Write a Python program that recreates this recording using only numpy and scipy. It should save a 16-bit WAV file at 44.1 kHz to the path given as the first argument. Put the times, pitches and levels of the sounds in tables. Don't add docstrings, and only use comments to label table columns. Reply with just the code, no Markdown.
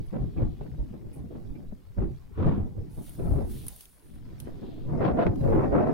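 import sys
import numpy as np
from scipy import signal
from scipy.fft import rfft, irfft, next_fast_len
from scipy.io import wavfile
from scipy.ndimage import uniform_filter1d

SR = 44100
rng = np.random.default_rng(int(sys.argv[2]) if len(sys.argv) > 2 else 0)


def output_pcm(signal):
    pcm = np.clip(np.atleast_2d(signal).T, -1, 1) * 32767
    wavfile.write(sys.argv[1], SR, np.round(pcm).astype(np.int16))


N = 261513
TIME = np.arange(N) / SR
GUST_ATTACK_S, GUST_RELEASE_S = 0.022, 0.047
TYPICAL_GUST_DB, GUST_ARCH_DB = -30, 1.5
TOP_HZ = 15850

# time_s, strength_db, brightness_db
BREEZE_CURVE = [(0, -36.5, -6.5), (0.07, -53, -10.5), (0.55, -44, -7.5), (0.87, -50.5, -12), (1.05, -44, 0),
                (1.62, -42.5, 0), (1.86, -59, -6.5), (2.28, -51.5, -4), (2.68, -42.5, -1), (3.1, -52, -9),
                (3.45, -38, -5.5), (3.65, -46.5, -5), (3.78, -66, -9.5), (4.0, -69, -1.5),
                (4.085, -52.5, -6), (4.55, -43, -0.5), (4.85, -38, 0.5), (5.15, -36.5, -6),
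                (5.93, -26.5, 5.5)]
# start_s, length_s, strength_db, brightness_db
WIND_GUSTS = [(0.115, 0.085, -33.5, 4), (0.183, 0.081, -34, -4), (0.353, 0.094, -27.5, -3.5),
              (0.584, 0.095, -39.5, 1.5), (0.771, 0.053, -37.5, -1.5), (0.92, 0.022, -42, 16),
              (1.15, 0.051, -39, 0.5), (1.291, 0.1, -40.5, 4), (1.48, 0.073, -55, 3),
              (1.76, 0.028, -53.5, 2), (1.963, 0.093, -29.5, -3.5), (2.37, 0.094, -26.5, -1.5),
              (2.439, 0.071, -23, -5.5), (2.54, 0.1, -34.5, -1), (2.755, 0.056, -38, -4),
              (2.963, 0.02, -34.5, 4.5), (3.173, 0.12, -30, 0), (3.299, 0.12, -28.5, 1),
              (4.458, 0.013, -36, 6), (4.608, 0.02, -33, 1.5), (4.874, 0.33, -29, 3), (4.989, 0.11, -25, 8),
              (5.166, 0.076, -25.5, 13.5), (5.245, 0.019, -20, -0.5), (5.42, 0.14, -23.5, -2),
              (5.495, 0.16, -25, 10.5), (5.708, 0.13, -24.5, 9.5), (5.851, 0.054, -28, 10)]
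# middle_s, half_width_s, level_db
AIR_JETS = [(0.155, 0.024, -73), (0.425, 0.019, -70), (2.02, 0.049, -73), (2.41, 0.036, -71.5),
            (2.485, 0.098, -64.5), (5.06, 0.034, -53.5), (5.22, 0.038, -57), (5.55, 0.04, -68),
            (5.79, 0.034, -73)]
# time_s, level_db
RUSTLE_CURVE = [(0.0, -71), (0.4, -75.5), (0.89, -75), (1.57, -77.5), (2.94, -76.5), (3.19, -70),
                (3.5, -71.5), (3.68, -70.5), (3.91, -78), (4.39, -72), (4.61, -71), (4.81, -75),
                (5.43, -72), (5.93, -71.5)]
# start_s, level_db, fade_s
BLADE_WIPES = [(0.055, -60.5, 0.16), (1.128, -53.5, 0.22), (4.388, -55, 0.28)]
# start_s, thump_db, flap_db, pitch_hz
AIR_PUFFS = [(0.161, -39, -42.5, 159), (0.24, -44, -59, 81), (0.421, -20, -40, 108),
             (0.611, -28.5, -47.5, 142), (0.66, -35, -50.5, 121), (0.738, -29, -53.5, 137),
             (0.785, -27, -59, 48.6), (1.351, -28, -48.5, 242), (1.724, -26.5, -57, 205),
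             (1.982, -25.5, -42, 73), (2.397, -18, -42, 91), (2.466, -30, -31.5, 118),
             (2.6, -22.5, -50, 94), (2.78, -26, -55.5, 85), (3.191, -27, -46, 120), (4.472, -33, -44, 204),
             (4.486, -27, -53, 293), (5.006, -20.5, -33.5, 120), (5.111, -26.5, -36.5, 60),
             (5.266, -18, -27.5, 253), (5.286, -19.5, -54, 97), (5.409, -18.5, -47, 128)]
# middle_s, half_width_s, level_db
STALK_SCRAPES = [(0.42, 0.33, -75), (1.345, 0.049, -77), (3.083, 0.039, -68.5), (3.6, 0.073, -62.5),
                 (4.142, 0.065, -74.5), (4.72, 0.16, -68)]
# start_s, level_db, fade_s
STEM_CREAKS = [(0.372, -64.5, 0.12), (1.125, -74.5, 0.2), (1.552, -68.5, 0.094), (4.38, -65, 0.022)]
# time_s, pressure_db
GRASS_PRESSURE = [(2.87, -34), (2.92, -10), (3.031, -4.5), (3.12, -3.5), (3.22, -10.5), (3.34, -9),
                  (3.439, -13), (3.52, -1), (3.6, -3), (3.82, -2), (3.92, -9.5), (4.16, -16), (4.26, -37)]
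# middle_s, half_width_s, level_db
LIGHT_BRUSH = [(5.49, 0.13, -67.5)]
# start_s, level_db, knock_db (added to level_db for the knock)
GEAR_TICKS = [(3.0935, -39.5, -17), (3.6657, -32, -22), (3.6822, -24, -18), (3.7615, -39.5, -35),
              (3.8072, -37, -6), (3.854, -47, 0.5), (3.9954, -61, 3), (4.116, -61.5, -3),
              (4.4008, -34, -6.5), (5.358, -54, 2), (5.4133, -58, 6)]

# frequency_hz, level_db
RUMBLE_TONE = [(10, 2), (25, -6), (40, 2.5), (85, -0.5), (125, -4.5), (200, -17), (400, -93.5)]
BUFFET_TONE = [(50, -76.5), (100, -2), (140, 4.5), (220, 2), (330, -1.5), (480, -13.5), (750, -36.5),
               (1500, -84), (4000, -72)]
FLUTTER_TONE = [(150, -41.5), (330, 0.5), (520, 4), (750, -2.5), (1000, -12), (1400, -22.5), (2000, -26.5),
                (3000, -45.5), (5000, -65), (9000, -67.5)]
RASP_TONE = [(600, -24.5), (1000, 15.5), (1400, 8), (1900, -2), (2500, -6), (3300, -23), (4500, -35.5),
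             (7000, -57)]
TEAR_TONE = [(1200, -13.5), (2400, 3), (3500, -0.5), (4800, -11), (5700, -21), (7000, -37), (10000, -56)]
RUSTLE_TONE = [(200, 19), (600, 18.5), (1200, 8.5), (2200, 3), (3600, 4), (5200, 2), (7000, -6),
               (12000, -10.5)]
HISS_TONE = [(300, 0), (4000, -1.9), (7000, -2.3), (10000, -0.54), (15500, 0.42)]
WIPE_TONE = [(2000, -33), (7500, -12.5), (8700, 0), (10500, 4), (12000, -2.5), (13000, -14), (15500, -7.5)]
FLAP_TONE = [(150, -41), (350, 10.5), (600, 4.5), (1000, -13), (1600, -18.5), (2400, -27), (3600, -35.5),
             (6000, -46), (9000, -68.5)]
SCRAPE_TONE = [(1200, -22), (2500, -7), (3400, -1), (4200, -5.5), (5500, -25), (8000, -35)]
CREAK_TONE = [(900, -12), (1800, -5), (2350, 12), (2800, -3), (3500, -10), (6000, -43)]
CLOTH_TONE = [(800, -9), (2000, -11.5), (3400, -4), (5200, -5.5), (6500, -4.5), (7600, -7.5), (9300, -2),
              (11500, -1), (13500, -1.5), (15500, 0)]
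TICK_TONE = [(1000, -18), (5000, -21.5), (7800, -19), (9300, -2.5), (11000, -0.5), (12500, -6.5),
             (15500, -17.5)]
KNOCK_TONE = [(300, -29), (1200, -25), (2600, -0.5), (4500, -5), (6500, -4), (8000, -27), (15000, -44)]
CLICK_TONE = [(400, 5), (1100, 7), (2300, 4), (3500, -16), (6000, -27), (9000, -35.5)]


def amp(db):
    return np.exp(np.asarray(db) * (np.log(10) / 20))


def unit(x):
    return x / np.sqrt(np.mean(x ** 2) + 1e-20)


def curves(rows):
    times, *columns = np.transpose(rows)
    return [np.interp(TIME, times, column) for column in columns]


def wobble(rate):
    points = rng.standard_normal(4096)
    smooth = signal.resample_poly(points[:int(rate * N / SR) + 4], 4, 1)
    return unit(np.interp(TIME * rate * 4, np.arange(len(smooth)), smooth))


def filtered(x, response):
    size = next_fast_len(N + SR // 4)
    return irfft(rfft(x, size) * response(np.fft.rfftfreq(size, 1 / SR)), size)[..., :N]


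def coloured(x, tone):
    points_hz, db = np.transpose(tone)
    return filtered(x, lambda hz: amp(np.interp(np.log(hz + 1), np.log(points_hz), db)))


def patchy(x, depth_db, size):
    spectrum = signal.stft(x, nperseg=size)[2]
    patches = uniform_filter1d(rng.standard_normal(spectrum.shape[1:]), size=3, axis=0)
    patches = unit(uniform_filter1d(patches, size=3, axis=1))
    return signal.istft(spectrum * amp(depth_db * patches), nperseg=size)[1][:, :N]


def noise(tone, side_db, grain_db=0, grain_rate=300, patchy_db=2):
    hiss = patchy(rng.standard_normal((2, N)), patchy_db, size=1024)
    grains = hiss * amp(grain_db * wobble(grain_rate))
    middle, side = coloured(grains, tone)
    return unit(middle) + amp(side_db) * unit(side) * np.array([[1], [-1]])


def burst(rise_s, fade_s):
    age = TIME[:SR // 3]
    return (1 - np.exp(-age / rise_s)) * np.exp(-np.log(1000) * age / fade_s)


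def swells(rows):
    return sum(amp(db) * np.exp(-np.minimum(np.abs(TIME - middle_s) / half_width_s, 10) ** 2)
               for middle_s, half_width_s, db in rows)


def add(track, start_s, sound):
    part = track[..., max(round(start_s * SR), 0):][..., :sound.shape[-1]]
    part += sound[..., :part.shape[-1]]


def gust_shape(start_s, length_s):
    age = TIME - start_s
    rise = np.clip(age / GUST_ATTACK_S, 0, 1)
    arch = np.sin(np.pi * np.clip(age / length_s, 0, 1)) - 0.5
    fall = np.exp(-np.clip((age - length_s) / GUST_RELEASE_S, 0, 20))
    return rise * amp(GUST_ARCH_DB * arch) * fall


def airflow():
    breeze_db, breeze_brightness_db = curves(BREEZE_CURVE)
    power = amp(breeze_db) ** 2
    brightness_sum = power * breeze_brightness_db
    for start_s, length_s, strength_db, brightness_db in WIND_GUSTS:
        gust_power = (amp(strength_db) * gust_shape(start_s, length_s)) ** 2
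        power += gust_power
        brightness_sum += gust_power * brightness_db
    return 10 * np.log10(power) - TYPICAL_GUST_DB, brightness_sum / power


def swirls(tone, lump_db, lump_rate, whirl_db):
    lumps = amp(lump_db * np.array([wobble(lump_rate), wobble(lump_rate)]))
    pressure = patchy(lumps * rng.standard_normal((2, N)), whirl_db, size=2048)
    return np.sqrt(2) * unit(coloured(pressure, tone))


def wind():
    strength_db, brightness_db = airflow()
    flicker = wobble(45)
    slaps = wobble(190)
    jets = swells(AIR_JETS)
    rumble = amp(-34 + 0.85 * strength_db - 1.19 * brightness_db)
    buffet = amp(-34.5 + strength_db + flicker)
    flutter = amp(-45.5 + 1.4 * strength_db + 0.88 * brightness_db + flicker + 1.68 * slaps)
    rasp = amp(-68 + 1.73 * strength_db + 1.38 * brightness_db) + amp(12.5) * jets
    rasp *= amp(0.5 * flicker + 1.5 * slaps)
    tear = jets * amp(0.9 * slaps)
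    return (rumble * swirls(RUMBLE_TONE, lump_db=2.06, lump_rate=29, whirl_db=4)
            + buffet * swirls(BUFFET_TONE, lump_db=1.5, lump_rate=90, whirl_db=3.5)
            + flutter * swirls(FLUTTER_TONE, lump_db=-1, lump_rate=660, whirl_db=4)
            + rasp * swirls(RASP_TONE, lump_db=2.5, lump_rate=250, whirl_db=2.5)
            + tear * swirls(TEAR_TONE, lump_db=2, lump_rate=300, whirl_db=2))


def stem_clicks(count):
    clicks = np.zeros((2, N))
    for when, weakness, side in rng.random((count, 3)):
        left_right = np.array([np.cos(np.pi * side), np.sin(np.pi * side)])
        clicks[:, int(when * N)] = amp(-14 * np.sqrt(weakness)) * left_right
    return unit(coloured(clicks, CLICK_TONE))


def field_rustle():
    level_db, = curves(RUSTLE_CURVE)
    wavering = amp(level_db + 8.5 + 1.3 * wobble(9))
    rubbing = wavering * noise(RUSTLE_TONE, side_db=-2, grain_db=1.5, grain_rate=490, patchy_db=4.5)
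    clicks = amp(level_db + 3) * stem_clicks(count=1600)
    hiss = amp(-74.5) * noise(HISS_TONE, side_db=-9.5, patchy_db=0)
    return rubbing + clicks + hiss


def blade_wipes():
    loudness = np.zeros(N)
    for start_s, level_db, fade_s in BLADE_WIPES:
        add(loudness, start_s, amp(level_db - 3) * burst(rise_s=0.01, fade_s=fade_s))
    return loudness * noise(WIPE_TONE, side_db=0.5, grain_db=2)


def air_puffs():
    thump, flap = np.zeros((2, N)), np.zeros(N)
    age = TIME[:SR // 3]
    for start_s, thump_db, flap_db, pitch_hz in AIR_PUFFS:
        phase = rng.normal(0, 1, (2, 1))
        swing = np.sin(2 * np.pi * pitch_hz * age + phase)
        add(thump, start_s, amp(thump_db + 9) * burst(rise_s=0.0088, fade_s=8 / pitch_hz) * swing)
        add(flap, start_s, amp(flap_db + 7) * burst(rise_s=0.00038, fade_s=0.073))
    return thump + flap * swirls(FLAP_TONE, lump_db=5, lump_rate=250, whirl_db=4)


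def stalk_scrapes():
    return swells(STALK_SCRAPES) * noise(SCRAPE_TONE, side_db=-3.5, grain_db=1)


def stem_creaks():
    loudness = np.zeros(N)
    for start_s, level_db, fade_s in STEM_CREAKS:
        add(loudness, start_s, amp(level_db + 8) * burst(rise_s=0.0015, fade_s=fade_s))
    return loudness * noise(CREAK_TONE, side_db=-1)


def clothing_brush():
    pressure_db, = curves(GRASS_PRESSURE)
    pressure_db += 0.8 * wobble(25)
    start_s, end_s = GRASS_PRESSURE[0][0], GRASS_PRESSURE[-1][0]
    touching = np.clip(np.minimum(TIME - start_s, end_s - TIME) / 0.03, 0, 1)
    hiss = amp(-58 + 0.9 * pressure_db) * noise(WIPE_TONE, side_db=-1.5, grain_db=1.5, grain_rate=900)
    swish = amp(-52 + 1.58 * pressure_db) * noise(CLOTH_TONE, side_db=-5.5, grain_db=1, grain_rate=1400)
    graze = swells(LIGHT_BRUSH) * noise(CLOTH_TONE, side_db=5, grain_db=1, grain_rate=400)
    return touching * (hiss + swish) + graze


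def gear_ticks():
    bright, knock = np.zeros(N), np.zeros(N)
    crack, rattle = burst(rise_s=0.0012, fade_s=0.009), burst(rise_s=0.0012, fade_s=0.03)
    for start_s, level_db, knock_db in GEAR_TICKS:
        add(bright, start_s, amp(level_db) * (amp(-0.5) * crack + amp(-10.5) * rattle))
        add(knock, start_s, amp(level_db + knock_db) * (amp(-7) * crack + amp(-11.5) * rattle))
    return bright * noise(TICK_TONE, side_db=-2.5) + knock * noise(KNOCK_TONE, side_db=2.5)


def scene():
    return (wind() + field_rustle() + blade_wipes() + air_puffs()
            + stalk_scrapes() + stem_creaks() + clothing_brush() + gear_ticks())


def record(dry):
    return filtered(dry, lambda hz: hz < TOP_HZ)


dry = scene()
out = record(dry)
output_pcm(out)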